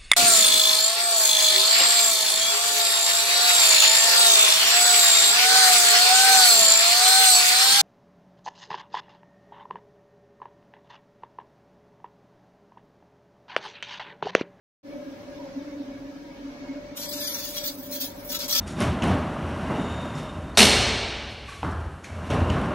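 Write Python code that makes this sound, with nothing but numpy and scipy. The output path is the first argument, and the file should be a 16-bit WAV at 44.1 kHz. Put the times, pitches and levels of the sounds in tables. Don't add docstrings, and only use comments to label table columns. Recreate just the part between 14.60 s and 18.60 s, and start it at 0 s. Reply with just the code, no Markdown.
import sys
import numpy as np
from scipy import signal
from scipy.fft import rfft, irfft, next_fast_len
from scipy.io import wavfile
from scipy.ndimage import uniform_filter1d

SR = 44100
rng = np.random.default_rng(int(sys.argv[2]) if len(sys.argv) > 2 else 0)


def rack_gain(trim_db):
    fader = np.asarray(trim_db, float)
    return 10 ** (fader / 20)


def bounce(signal):
    frames = np.transpose(np.atleast_2d(signal))
    limited = np.clip(frames, -1, 1)
    pcm = np.round(limited * 32767).astype(np.int16)
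    wavfile.write(sys.argv[1], SR, pcm)


N = 176400
T = np.arange(N) / SR

# (frequency [Hz], likeness [0 to 1])
LIKENESS = [(70, .97), (130, .84), (280, .85), (600, .7), (1000, .1), (7000, 0), (8500, .9)]


def rms_one(x):
    return x / np.sqrt(np.mean(x ** 2) + 1e-20)


def in_time(rows):
    s, *columns = np.transpose(rows)
    return [np.interp(T, s, column) for column in columns]


def at_hz(points, hz):
    table_hz, values = np.transpose(points)
    return np.interp(np.log(hz), np.log(table_hz), values)


def drift(rate):
    r = np.exp(-80 * np.pi * rate / SR)
    noise = rng.standard_normal(N // 40 + 2002)
    slow = rms_one(signal.lfilter([1], [1, -2 * r, r * r], noise)[2000:])
    return np.interp(np.arange(N) / 40, np.arange(len(slow)), slow)


def filtered(x, response):
    size = next_fast_len(N + SR // 2)
    hz = np.arange(1, size // 2 + 2) * SR / size
    return irfft(rfft(x, size) * response(hz), size)[..., :N]


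def pair(mid, side, alike):
    alike = np.clip(alike, 0, 1)
    return np.sqrt((1 + alike) / 2) * mid + np.sqrt((1 - alike) / 2) * side * [[1], [-1]]


def narrow(hz, width_hz):
    shape = lambda f: 1 / (1 + ((f - hz) / width_hz * 2) ** 2)
    mid, side = filtered(rng.standard_normal((2, N)), shape)
    return rms_one(pair(mid, side, at_hz(LIKENESS, hz)))


def air():
    # (frequency [Hz], level [dB per Hz])
    rush_colour = [(25, -15.5), (150, -3.5), (600, -8), (1250, -15), (2300, -18.5), (2900, -21),
                   (6000, -23.5), (7800, -39.5)]
    low_cut_hz = 30

    def share(f, sign):
        colour = rack_gain(at_hz(rush_colour, f) - 41 * (f > 8000)) / (1 + (low_cut_hz / f) ** 4)
        return colour * np.sqrt((1 + sign * np.clip(at_hz(LIKENESS, f), 0, 1)) / 2)

    mid, side = rng.standard_normal((2, N))
    rush = filtered(mid, lambda f: share(f, 1)) + filtered(side, lambda f: share(f, -1)) * [[1], [-1]]
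    hiss = filtered(rng.standard_normal((2, N)), lambda f: 1 / (1 + (7000 / f) ** 8))
    rush_db = -49 + 0.5 * T + 0.81 * drift(1.5)
    hiss_db = -67.5 - 1.5 * np.minimum(T, 2.3)
    return rack_gain(rush_db) * rms_one(rush) + rack_gain(hiss_db) * pair(*hiss, 0.9)


def big_fan():
    # (time [s], peak level [dB], pitch [Hz])
    throb = [(0.259, -34.5, 285.4), (0.299, -32.5, 287.4), (0.354, -31, 288.3), (0.409, -41, 274.6),
             (0.477, -32.5, 275), (0.52, -43, 276.5), (0.582, -41, 276.9), (0.653, -48, 280.2),
             (0.699, -37, 285.2), (0.773, -36, 280.3), (0.83, -36.5, 270.2), (0.979, -25.5, 272.6),
             (1.017, -32.2, 285), (1.081, -32, 285.6), (1.136, -31.5, 283.3), (1.174, -30, 288),
             (1.209, -26, 282.3), (1.284, -33.5, 272.6), (1.314, -34, 276), (1.366, -33.5, 273.8),
             (1.423, -36.5, 269), (1.457, -33, 273), (1.492, -34, 282), (1.545, -41, 277.6),
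             (1.571, -37, 280), (1.631, -35, 284), (1.683, -45, 273), (1.718, -38, 287), (1.805, -35, 287),
             (1.854, -31.5, 278), (1.888, -33, 279.2), (1.925, -36.5, 284.3), (2.028, -31.5, 278),
             (2.106, -26, 271.5), (2.173, -29.5, 282.2), (2.248, -41.5, 278.2), (2.329, -37.5, 284.8),
             (2.401, -41, 286), (2.565, -35, 284), (2.619, -39, 278.9), (2.732, -43, 296.3),
             (3.009, -37, 281), (3.108, -37.3, 281), (3.195, -32.6, 267.8), (3.285, -37.5, 268.7),
             (3.32, -37.9, 264), (3.372, -37.4, 267.5), (3.441, -32, 269), (3.484, -44, 291),
             (3.589, -39.5, 280), (3.707, -39, 267), (3.85, -33.4, 267.6)]
    gust_s = 0.012
    _, gust_hz = in_time(throb)
    swell = np.sqrt(sum(rack_gain(2 * db) * np.exp(-((T - s) / gust_s) ** 2) for s, db, _ in throb))
    ear_shift = np.array([[-.12], [.12]]) * (1 + drift(2.8))
    gusts = swell * np.sin(2 * np.pi * np.cumsum(gust_hz) / SR + ear_shift)

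    housing = narrow(277.2, 63.5)
    blades = rack_gain(-19.5) * narrow(286.3, 1.7)
    rumble_db = -44.5 - 1 * T
    return gusts + rack_gain(rumble_db) * rms_one(housing + blades)


def small_fans():
    # (time [s], first fan level [dB], second fan level [dB])
    whine = [(0.25, -50, -52), (0.33, -47, -44), (0.66, -52, -52), (0.7, -46.5, -48), (1.53, -49.5, -54),
             (1.61, -54, -72), (1.65, -52.5, -61), (2.01, -54, -50), (2.19, -45.5, -44),
             (2.33, -52.5, -47.5), (2.65, -50.5, -39.5), (2.74, -48, -49.5), (2.91, -53, -45),
             (3.03, -45, -40), (3.14, -53, -54), (3.35, -51.5, -40), (3.39, -47.5, -48.5), (4.0, -49, -48)]
    # (frequency [Hz], level at start [dB], level at end [dB], width [Hz])
    tones = [(544, -1, -9, 6.8), (559.2, -1.5, -1.1, 3.77), (587, -0.5, 0.05, 2.5),
             (189.7, -26.5, -11.5, 5.3), (98.6, -25.5, -12, 11.5), (40.5, -20, -9, 13),
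             (1650, -17.5, -25, 69), (1740, -20.5, -37, 11), (2246, -19, -24.5, 84),
             (946.5, -21.5, -13, 38)]
    skirt_db, skirt_hz = -9, 36
    squeal_s, squeal_span_s = 2.04, 0.19
    first_fan_db, second_fan_db = in_time(whine)

    squeal_db = -55 - 10 * ((T - squeal_s) / squeal_span_s) ** 2
    total = rack_gain(squeal_db) * narrow(2190, 12)
    for hz, start_db, end_db, width_hz in tones:
        if hz > 900 or hz < 150:
            tone = narrow(hz, width_hz)
        else:
            turns = np.cumsum(hz + width_hz / 2 * drift(3 + width_hz)) / SR
            ear_turns = rng.random((2, 1)) * (1 - at_hz(LIKENESS, hz))
            tone = np.sin(2 * np.pi * (turns + ear_turns)) * np.sqrt(2)
            tone = tone + rack_gain(skirt_db) * narrow(hz, skirt_hz)
        if 500 < hz < 575:
            load_db = first_fan_db
        elif 575 < hz < 700:
            load_db = second_fan_db
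        else:
            load_db = -45
        tone_db = start_db + (end_db - start_db) * T / 4 + 1.5 * drift(5)
        total = total + rack_gain(tone_db + load_db) * tone
    return rack_gain([[.5], [-.5]]) * total


def laser():
    # (time [s], level [dB], brightness [dB])
    bouts = [
        [(2.355, -51, 5), (2.373, -32.5, 11), (2.385, -38.5, 0)],
        [(2.385, -38, 10), (2.433, -34.5, 6.5), (2.481, -41.5, 7.5), (2.5, -42, 16)],
        [(2.5, -39, 8.5), (2.666, -33, 8), (2.7, -35, 18)],
        [(2.7, -31.5, 8), (2.83, -36.5, 1), (2.85, -34, 9), (2.932, -42.5, 6), (2.95, -32.5, 3)],
        [(2.95, -34, 7), (2.984, -31.5, 0), (3.022, -38, 3), (3.05, -32, 8)],
        [(3.05, -28, 9), (3.06, -29, 10), (3.1, -37.5, 3)],
        [(3.1, -39, 5), (3.158, -55.5, 17.5), (3.26, -50, 18), (3.286, -56, 15), (3.3, -49, 14)],
    ]
    # (time [s], level [dB], brightness [dB])
    late_bouts = [
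        [(3.3, -52, 12), (3.312, -40, 14.5), (3.358, -36.5, 12.5), (3.39, -47, 15), (3.4, -44, 9)],
        [(3.4, -39, 7), (3.406, -36.5, 17), (3.422, -31.5, 8.5), (3.532, -58.5, 14), (3.622, -58, 17),
         (3.68, -58, 25)],
        [(3.68, -53, 16), (3.706, -35.5, 5.5), (3.76, -27.5, 5.5), (3.79, -48.5, -6)],
        [(3.79, -34, 16), (3.8, -30.5, -1), (3.858, -36, 3.5), (3.88, -51, -12)],
        [(3.88, -34, 13), (3.892, -30.5, 5.5), (3.954, -23.5, 4), (4.0, -26, 6.5)],
    ]
    # (frequency [Hz], level [dB per Hz])
    snap_colour = [(700, -16.5), (1300, -3.5), (2200, -3), (2750, 5.5), (3900, 5.5), (6000, 5), (8500, -8),
                   (14800, -1)]
    sweep_hz, sweep_depth = 218.4, 0.1
    memory_low, memory_high, memory_hz = 0.46, 0.2, 8000
    hollow_hz, hollow_width_hz, hollow_db = 2800, 350, -8
    snaps_per_s, snap_spread_db = 10000, 3.1
    bright_hz, patch_db, flicker_db = 9000, 1.1, 2

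    rows = [(2.34, -110, 0.018)]
    for bout in bouts + late_bouts:
        rows = rows + list(bout)
    level_db, bright_db = in_time(rows)
    sizes = rack_gain(snap_spread_db * np.minimum(rng.exponential(1, N), 5)) * rng.choice([-1, 1], N)
    snaps = sizes * (rng.random(N) < snaps_per_s / SR)

    def sweeps(f):
        keep = memory_high + (memory_low - memory_high) / (1 + (f / memory_hz) ** 8)
        keep = np.clip(keep, 0, .9)
        hollow = hollow_db / (1 + ((f - hollow_hz) / hollow_width_hz) ** 4)
        echoes = np.sqrt(1 - keep ** 2) / (1 - keep * np.exp(-2j * np.pi * f / sweep_hz))
        return rack_gain(at_hz(snap_colour, f) + hollow) * echoes

    run = rms_one(filtered(snaps, sweeps)) * (1 + sweep_depth * np.cos(2 * np.pi * sweep_hz * T))
    burn = 0
    for octave in np.arange(np.log2(500), np.log2(20000), 1 / 3):
        band = filtered(run, lambda f: np.clip(1 - 3 * np.abs(np.log2(f) - octave), 0, 1))
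        lift_db = bright_db / (1 + (bright_hz / 2 ** octave) ** 4)
        burn = burn + band * rack_gain(patch_db * drift(3.3) + lift_db)
    return burn * rack_gain(level_db + flicker_db * drift(90))


def workshop(x):
    left_lag_s, left_db = -.00012, 3
    room_db, room_t60_s = 1.5, 0.055
    wander_turns = 0.7
    t = np.arange(SR // 4) / SR
    tail = rng.standard_normal((2, 2, len(t))) * rack_gain(-60 * t / room_t60_s) * (t > .003)
    tail = tail / np.sqrt(np.sum(tail ** 2, axis=2, keepdims=True))
    angle = 2 * np.pi * wander_turns * (T + 0.4 * drift(3.3))
    spots = x * np.array([[np.cos(angle)], [np.sin(angle)]])
    wet = signal.fftconvolve(spots, tail, axes=2).sum(axis=0)[:, :N]

    def lag(f):
        return np.exp(-2j * np.pi * np.minimum(f * abs(left_lag_s), 1.17) * np.sign(left_lag_s))

    def lean(f):
        return rack_gain(np.array([[1], [-1]]) * left_db / 2 / (1 + (f / 7500) ** 6))

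    direct = np.array([filtered(x, lag), x])
    both = (direct + rack_gain(room_db) * wet) / np.sqrt(1 + rack_gain(room_db) ** 2)
    return filtered(both, lean)


def patchy_bands(x):
    # (start [s], end [s], low edge [Hz], high edge [Hz])
    dropouts = [(2.36, 2.46, 15200, 17000), (2.44, 2.465, 14300, 17000), (2.44, 2.58, 14700, 15200),
                (2.555, 2.715, 15400, 17000), (2.67, 2.715, 14600, 15400), (2.39, 2.51, 9100, 9500),
                (2.415, 2.44, 8200, 9200), (2.56, 2.65, 9100, 9500), (2.625, 2.65, 7000, 7400),
                (2.67, 2.745, 7700, 8100), (2.69, 2.715, 8000, 8700), (2.74, 2.765, 7000, 7400),
                (2.76, 2.79, 8900, 9400), (2.81, 2.855, 7700, 8100), (2.855, 2.905, 9000, 9500),
                (2.855, 2.905, 11200, 11800), (2.875, 2.93, 12500, 12950), (2.945, 3.0, 9800, 10300),
                (3.015, 3.045, 6400, 6750), (3.065, 3.115, 10700, 11600), (3.175, 3.21, 6800, 7400),
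                (3.205, 3.23, 10500, 11100), (3.295, 3.365, 10900, 12200), (3.39, 3.465, 13200, 13600),
                (3.405, 3.465, 7100, 7400), (3.57, 3.62, 11900, 12300), (3.57, 3.62, 7100, 7400),
                (2.48, 2.51, 2600, 2800), (2.55, 2.585, 3200, 3370), (2.625, 2.655, 2950, 3100),
                (2.65, 2.72, 2620, 2780), (2.75, 2.79, 2950, 3350), (3.92, 3.96, 10600, 11200),
                (3.95, 3.99, 9600, 10200)]
    rough_db, loud_above_db, mottle_db = 3, -78, 3
    drop_share, cutoff_hz = 0.02, 15800
    f, t, z = signal.stft(x, SR, nperseg=1024, noverlap=896)
    frame = np.arange(len(t)) // 8
    bins = f[:512]
    power = np.sum(np.abs(z[:, :512, ::8]) ** 2, axis=0)
    power = power.reshape(64, 8, -1).mean(axis=1) / 2
    bands, frames = power.shape
    hz = f[4:512:8, None]
    loud = 10 * np.log10(power[8:44].mean(axis=0) + 1e-20) > loud_above_db

    own = uniform_filter1d(rng.standard_normal((bands, frames)), size=3, axis=1)
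    shared = rng.standard_normal((32, frames)).repeat(2, axis=0) / 2
    luck = rms_one(own + shared)
    start = rng.random((bands, frames)) < drop_share * (hz > 6800) * (hz < 13500)
    drop = start | np.roll(start & loud, 1, axis=1)
    error_db = rough_db * luck * np.where(loud, 1.1, .7) * (hz > 6800)
    rough = np.repeat(rack_gain(error_db) * ~drop, 8, axis=0)

    fine = uniform_filter1d(rng.standard_normal((256, frames)), size=2, axis=1)
    fine = rms_one(fine).repeat(2, axis=0)
    middle = ((bins > 700) & (bins < 6800))[:, None]
    gain = (rough * rack_gain(mottle_db * fine * middle))[:, frame]
    for first_s, last_s, low_hz, high_hz in dropouts:
        lost_bins = (bins >= low_hz - 90) & (bins <= high_hz + 90)
        lost_times = (t > first_s - .02) & (t < last_s + .02)
        gain[np.ix_(lost_bins, lost_times)] = 0
    z[:, :512] *= gain
    return signal.istft(z * (f < cutoff_hz)[:, None], SR, nperseg=1024, noverlap=896)[1][:, :N]


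def scene():
    return workshop(laser()) + big_fan() + small_fans() + air()


def band_limit(x):
    return signal.sosfilt(signal.butter(12, 16920, fs=SR, output="sos"), x)


def record(dry):
    start_s, fade_s = 0.23, 0.066
    fade = np.clip((T - start_s) / fade_s, 0, 1) ** 0.62
    return band_limit(patchy_bands(dry) * fade)


dry = scene()
out = record(dry)
bounce(out)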